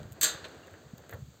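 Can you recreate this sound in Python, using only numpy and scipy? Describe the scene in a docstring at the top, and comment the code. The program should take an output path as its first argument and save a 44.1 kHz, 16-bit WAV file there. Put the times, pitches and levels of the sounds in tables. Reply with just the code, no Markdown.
"""Steel chain by a river

A steel chain is handled beside a wooden boardwalk. Its links clash once in a quick, bright cluster
and ring out, then settle with light ticks, muted clacks and dull knocks on the wood. Soft thumps
and light wind reach the microphone, and a far bird chips twice over a quiet riverside hush."""
import sys
import numpy as np
from scipy import signal
from scipy.fft import rfft, irfft, next_fast_len
from scipy.io import wavfile
from scipy.ndimage import map_coordinates

SR = 44100
rng = np.random.default_rng(int(sys.argv[2]) if len(sys.argv) > 2 else 0)


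def put_to_file(sound):
    """Save the sound as 16-bit audio at rate SR, in the file named by the first command-line argument."""
    columns = np.atleast_2d(sound).T  # one column per channel
    safe = np.clip(columns, -1, 1)
    whole_steps = np.round(safe * 32767)
    wavfile.write(sys.argv[1], SR, whole_steps.astype(np.int16))


N = 61739


def amp(db):
    """Turn decibels into a gain."""
    return 10 ** (np.asarray(db) / 20)


def unit(x):
    """Scale a signal to an average (rms) level of 1."""
    return x / np.sqrt(np.mean(x ** 2) + 1e-20)


def along(points, hz):
    """Read between (Hz, value) points on a log frequency axis."""
    freqs, values = np.transpose(points)
    return np.interp(np.log(hz + 1), np.log(freqs + 1), values)


def clock():
    """The time of each sample in seconds."""
    return np.arange(N) / SR


def fade(t, fade_s):
    """Die away by 60 dB in fade_s seconds, the "fade time"."""
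    return amp(-60 * t / np.maximum(fade_s, 1e-4))


def filtered(x, gain):
    """Turn each frequency of x up or down by gain(hz)."""
    size = next_fast_len(N + 8192)
    return irfft(rfft(x, size) * gain(np.fft.rfftfreq(size, 1 / SR)), size)[:N]


def noise(tone, shape=lambda hz: 1):
    """Noise at level 1, coloured by a tone table and an optional extra shape."""
    return unit(filtered(rng.standard_normal(N), lambda hz: amp(along(tone, hz)) * shape(hz)))


def wobble(rate):
    """A smooth curve through `rate` random values a second."""
    return map_coordinates(rng.standard_normal(8192), [clock() * rate], mode="wrap")


def tilt(slope_db, hz, pivot_hz=7050):
    """A gain that tips the treble up or down by slope_db per octave."""
    return amp(slope_db * np.log2(np.clip(hz, pivot_hz / 2, TOP_HZ) / pivot_hz))


def add(out, start, x):
    """Mix x into out, beginning at start seconds."""
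    i = max(round(start * SR), 0)
    out[i:] += x[:N - i]


# Link hitting link. Each row: start in seconds, level in dB, treble tilt in dB per octave.
CLASH_HITS = [(0.2123, -26, 2), (0.2162, -29, -1), (0.221, -34, -1), (.2290, -23.5, 2.5),
              (0.2324, -21, -1.5), (0.2375, -28.5, -0.5), (0.2416, -23, 0.5), (0.2497, -34, 0.5)]
# The tone of a hit's hard crack and of its echo. Each row: frequency in Hz, relative level in dB.
CRACK_TONE = [(500, -20), (2000, -5.5), (7000, 4), (14000, 4)]
ECHO_TONE = [(200, -15.5), (500, -2), (1000, -7), (1600, -1), (2300, -13.5), (4200, -9), (7500, -18),
             (14000, -36)]


def chain_clash():
    """Each hit cracks, sets the chain ringing and jangling, and echoes faintly off the surroundings."""
    out, t = link_ring(), clock()
    for start, db, slope_db in CLASH_HITS:
        crack = amp(6) * noise(CRACK_TONE) * fade(t, fade_s=0.015)
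        echo = amp(-27) * noise(ECHO_TONE) * fade(t, fade_s=1.27)
        hit = amp(-4.5) * jangle() + crack + echo
        add(out, start, amp(db) * filtered(hit, lambda hz: tilt(slope_db, hz)))
    return out


# The notes of the slightly unlike links.
# Each row: pitch in Hz, relative level in dB, fade time in seconds.
LINK_NOTES = [(320, -28, .5), (460, -27, .5), (632, -25, .5), (1163, -20, .33), (1445, -19, .4),
              (1621, -21, .32), (1690, -14, .36), (1783, -23, .45), (1944, -23, .3), (3649, -13, .3),
              (3750, -16, .22), (3996, -15, .27), (4080, -15, .22), (4376, -17, .23), (4623, -16, .24),
              (4717, -14, .2), (6228, -15, .24), (6317, -15, .22), (6385, -10, .24), (6667, -17, .25),
              (6836, -12, .21), (7034, -10, .21), (7293, -14, .2), (7398, -11, .2), (7528, -13, .18),
              (7651, -15, .24), (8344, -15, .2), (8447, -9, .19), (12551, -16, .15), (12692, -17, .16)]


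def link_ring():
    """Every hit feeds energy into the links' notes, which waver a little as they ring out."""
    out, t = np.zeros(N), clock()
    for hz, db, fade_s in LINK_NOTES:
        blows = np.zeros(N)
        for start, hit_db, slope_db in CLASH_HITS:
            blows[round(start * SR)] += (amp(hit_db) * tilt(slope_db, hz)) ** 2
        kept_per_sample = fade(1 / SR, fade_s) ** 2
        energy = signal.lfilter([1], [1, -kept_per_sample], blows)  # piles up, then drains away
        phase = 2 * np.pi * (hz * t + rng.random()) + 0.3 * wobble(rate=50.1)
        level = amp(db - 3 + 1.5 * rng.normal())
        out += level * np.sqrt(energy) * np.sin(phase)
    return out


# The tone of the jangle. Each row: frequency in Hz, relative level in dB.
JANGLE_TONE = [(100, -17), (250, -11.5), (500, -11), (850, -18.5), (1500, -1), (2300, -7), (4000, 4.5),
               (5500, 2.5), (7400, 7.5), (9500, -1), (13000, -5.5), (16000, -13)]
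# How long the jangle lasts. Each row: frequency in Hz, fade time in seconds.
JANGLE_FADES = [(250, 0.37), (550, 0.68), (1500, 0.37), (3700, 0.29), (7500, 0.19), (14000, 0.21)]


def jangle():
    """The chain's many weaker notes blur into noise; the high ones die first."""
    hz, t, bands = signal.stft(noise(JANGLE_TONE), SR, nperseg=256)
    bands *= fade(t, along(JANGLE_FADES, hz)[:, None])
    _, sound = signal.istft(bands, SR, nperseg=256)
    return sound[:N]


# Slack links settling. Each row: start in seconds, level in dB.
CLACKS = [(.347, -52), (0.4428, -40), (0.4505, -39.5)]
# The tone of a clack. Each row: frequency in Hz, relative level in dB.
CLACK_TONE = [(200, -12), (500, 5), (1000, -2), (1600, 8.5), (2300, 1), (3100, 1.5), (4100, 5),
              (5200, -9.5), (7500, -11.5), (14000, -32)]


def link_clacks():
    """Links that lie against each other meet without ringing."""
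    out, t = np.zeros(N), clock()
    for start, db in CLACKS:
        add(out, start, amp(db) * noise(CLACK_TONE) * fade(t, fade_s=0.07))
    return out


# Single links touching. Each row: start in seconds, level in dB, treble tilt in dB per octave.
TICKS = [(.031, -44.5, -15), (0.1226, -37, 7), (0.1294, -43, 6), (0.485, -46.5, -7), (.547, -58, -2),
         (0.6714, -46.5, -2), (.711, -54, -1), (.735, -53, 2), (0.9814, -43, -4.5), (1.0012, -57, 9),
         (1.0945, -41.5, 6), (1.109, -46.5, 2), (1.136, -44, 6), (1.143, -53, 5)]
# The tone of a tick. Each row: frequency in Hz, relative level in dB.
TICK_TONE = [(500, -13), (3000, -7), (7000, 3), (14000, -4)]


def link_ticks():
    """Links held in the hand touch briefly and barely ring."""
    out, t = np.zeros(N), clock()
    click_and_tail = fade(t, fade_s=0.0056) + amp(-22) * fade(t, fade_s=0.06)
    for start, db, slope_db in TICKS:
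        tick = noise(TICK_TONE, lambda hz: tilt(slope_db, hz, pivot_hz=8000))
        add(out, start, amp(db) * click_and_tail * tick)
    return out


# Links shifting. Each row: middle in seconds, level in dB, half length in seconds.
SLIDES = [(.127, -54, 0.0097), (0.98, -57.5, 0.0092), (1.117, -56.5, .012), (1.136, -53, 0.011)]
# The tone of a slide. Each row: frequency in Hz, relative level in dB.
SLIDE_TONE = [(3000, -25), (7000, -4), (12000, -12), (14500, 14), (16000, 6)]


def link_slides():
    """Links slide over each other with a fine, grainy rasp."""
    t = clock()
    strokes = sum(amp(db) * np.exp(-((t - middle) / half) ** 2) for middle, db, half in SLIDES)
    rasp = noise(SLIDE_TONE) * amp(10 * wobble(rate=900))
    return strokes * unit(rasp)


# The chain knocking on wood.
# Each row: start in seconds, level in dB, treble cutoff in Hz, fade time in seconds.
KNOCKS = [(.003, -53, 690, 0.23), (.056, -52.5, 905, 0.078), (.347, -51, 1760, 0.12),
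          (.452, -48, 1600, .16), (.677, -50, 1850, 0.083), (.7400, -51, 1990, 0.13), (.99, -53, 910, 0.16),
          (1.036, -56, 1700, .14), (1.0952, -49.5, 2580, 0.17), (1.1262, -41.5, 1820, 0.13),
          (1.143, -44.5, 900, 0.13), (1.343, -57.5, 583, .12)]
# The tone of the wood. Each row: frequency in Hz, relative level in dB.
WOOD_TONE = [(100, -27), (250, -5), (400, 2.5), (520, 6), (720, -4), (900, -5), (1200, -7), (1500, 1.5),
             (1850, 1.5), (2300, -9.5), (4000, -1), (5500, -11), (8000, -9), (15000, -10)]


def wood_knocks():
    """Struck timber gives a snap and a short, damped body; softer contacts are duller."""
    out, t = np.zeros(N), clock()
    snap = amp(-2.5) * fade(t, fade_s=0.0076)
    for start, db, cutoff_hz, fade_s in KNOCKS:
        wood = noise(WOOD_TONE, lambda hz: 1 / np.sqrt(1 + (hz / cutoff_hz) ** 6))
        add(out, start, amp(db) * wood * (fade(t, fade_s) + snap))
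    return out


# Soft thumps. Each row: middle in seconds, level in dB, pitch in Hz, half length in seconds.
THUMPS = [(0.02, -36, 164, 0.0041), (.057, -36, 122, 0.0045), (0.123, -43, 104, 0.011),
          (0.21, -43, 113, 0.0087), (.252, -50, 220, 0.0072), (0.354, -39.5, 132, 0.0034),
          (0.436, -47, 91, 0.0091), (.574, -47.5, 132, 0.0052), (0.735, -48.5, 89, 0.014),
          (.868, -45, 125, 0.0059), (0.938, -33, 162, 0.0033), (1.149, -37.5, 102, .011),
          (1.23, -36, 115, .007)]


def handling_thumps():
    """Each thump is one short, low push and pull of air at the microphone."""
    out, t = np.zeros(N), clock()
    for middle, db, hz, half in THUMPS:
        swell = np.exp(-((t - middle) / half) ** 2)
        out += amp(db) * swell * np.sin(2 * np.pi * hz * (middle - t))
    return out


# A bird's double chip. Each row: middle in seconds, level in dB.
CHIPS = [(.635, -54), (0.65, -58)]


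def bird(pitch_hz=2820, fall_hz_per_s=18000, half_length_s=0.0033):
    """A small, distant bird gives very short, slightly falling whistles."""
    out = np.zeros(N)
    for middle, db in CHIPS:
        t = clock() - middle
        swell = np.exp(-(t / half_length_s) ** 2)
        phase = 2 * np.pi * t * (pitch_hz - fall_hz_per_s * t / 2)
        out += amp(db) * swell * np.sin(phase)
    return out


# How the wind and the wash rise and fall. Each row: time in seconds, level in dB.
WIND_LEVELS = [(0, -47), (.1, -53), (.16, -59), (.45, -61.5), (.68, -62), (.8, -63), (1.0, -57),
               (1.11, -57.5), (1.19, -47.5), (1.29, -50.5), (1.33, -64), (1.4, -61.5)]
WASH_LEVELS = [(0, -52), (.13, -59.5), (.175, -52.5), (.25, -59), (.5, -53.5), (.8, -57), (.92, -60),
               (1.06, -57.5), (1.18, -59), (1.25, -68.5), (1.4, -66.5)]
# The tones of wind, wash and hush. Each row: frequency in Hz, relative level in dB.
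WIND_TONE = [(25, -27), (42, -31), (60, -7.5), (82, -0.5), (125, -2.5), (200, -8), (350, -33), (900, -48.5)]
WASH_TONE = [(60, -30), (200, -2.5), (420, 0.5), (680, -2.5), (900, -11), (1550, -7.5), (2200, -18.5),
             (5000, -22.5), (12000, -60)]
HUSH_TONE = [(50, -14), (400, -1.5), (1000, -2), (2500, -4.5), (4300, 0), (7300, -0.5), (8300, -7.5),
             (12500, -13.5), (15800, -6.5)]


def riverside():
    """Wind buffets the microphone over a low wash of water and rustling and a hush of reeds and air."""
    level = lambda rows: amp(np.interp(clock(), *np.transpose(rows)))
    wind = level(WIND_LEVELS) * noise(WIND_TONE)
    wash = level(WASH_LEVELS) * noise(WASH_TONE)
    hush = amp(-64) * noise(HUSH_TONE)
    return wind + wash + hush


def scene():
    """All the sounds meet at one microphone."""
    chain = chain_clash() + link_clacks() + link_ticks() + link_slides()
    return (chain + wood_knocks() + handling_thumps() + bird() + riverside())[None]


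# The microphone's tone. Each row: frequency in Hz, gain in dB.
MIC_TONE = [(30, -8), (70, 0.5), (4700, 0), (4950, -9.5), (5900, -7.5), (6250, 1), (8450, 1), (8750, -9.5),
            (9900, -18), (11400, -18.5), (11700, -0.5)]
TOP_HZ, TOP_EDGE_HZ = 16200, 900  # the highest frequency let through, and the width of the slope below


def record(dry):
    """The microphone thins the deep bass, dips the treble in two places and cuts off the very top."""
    top_cut = lambda hz: np.clip((TOP_HZ - hz) / TOP_EDGE_HZ, 0, 1)
    return filtered(dry[0], lambda hz: amp(along(MIC_TONE, hz)) * top_cut(hz))[None]


dry = scene()
out = record(dry)
put_to_file(out)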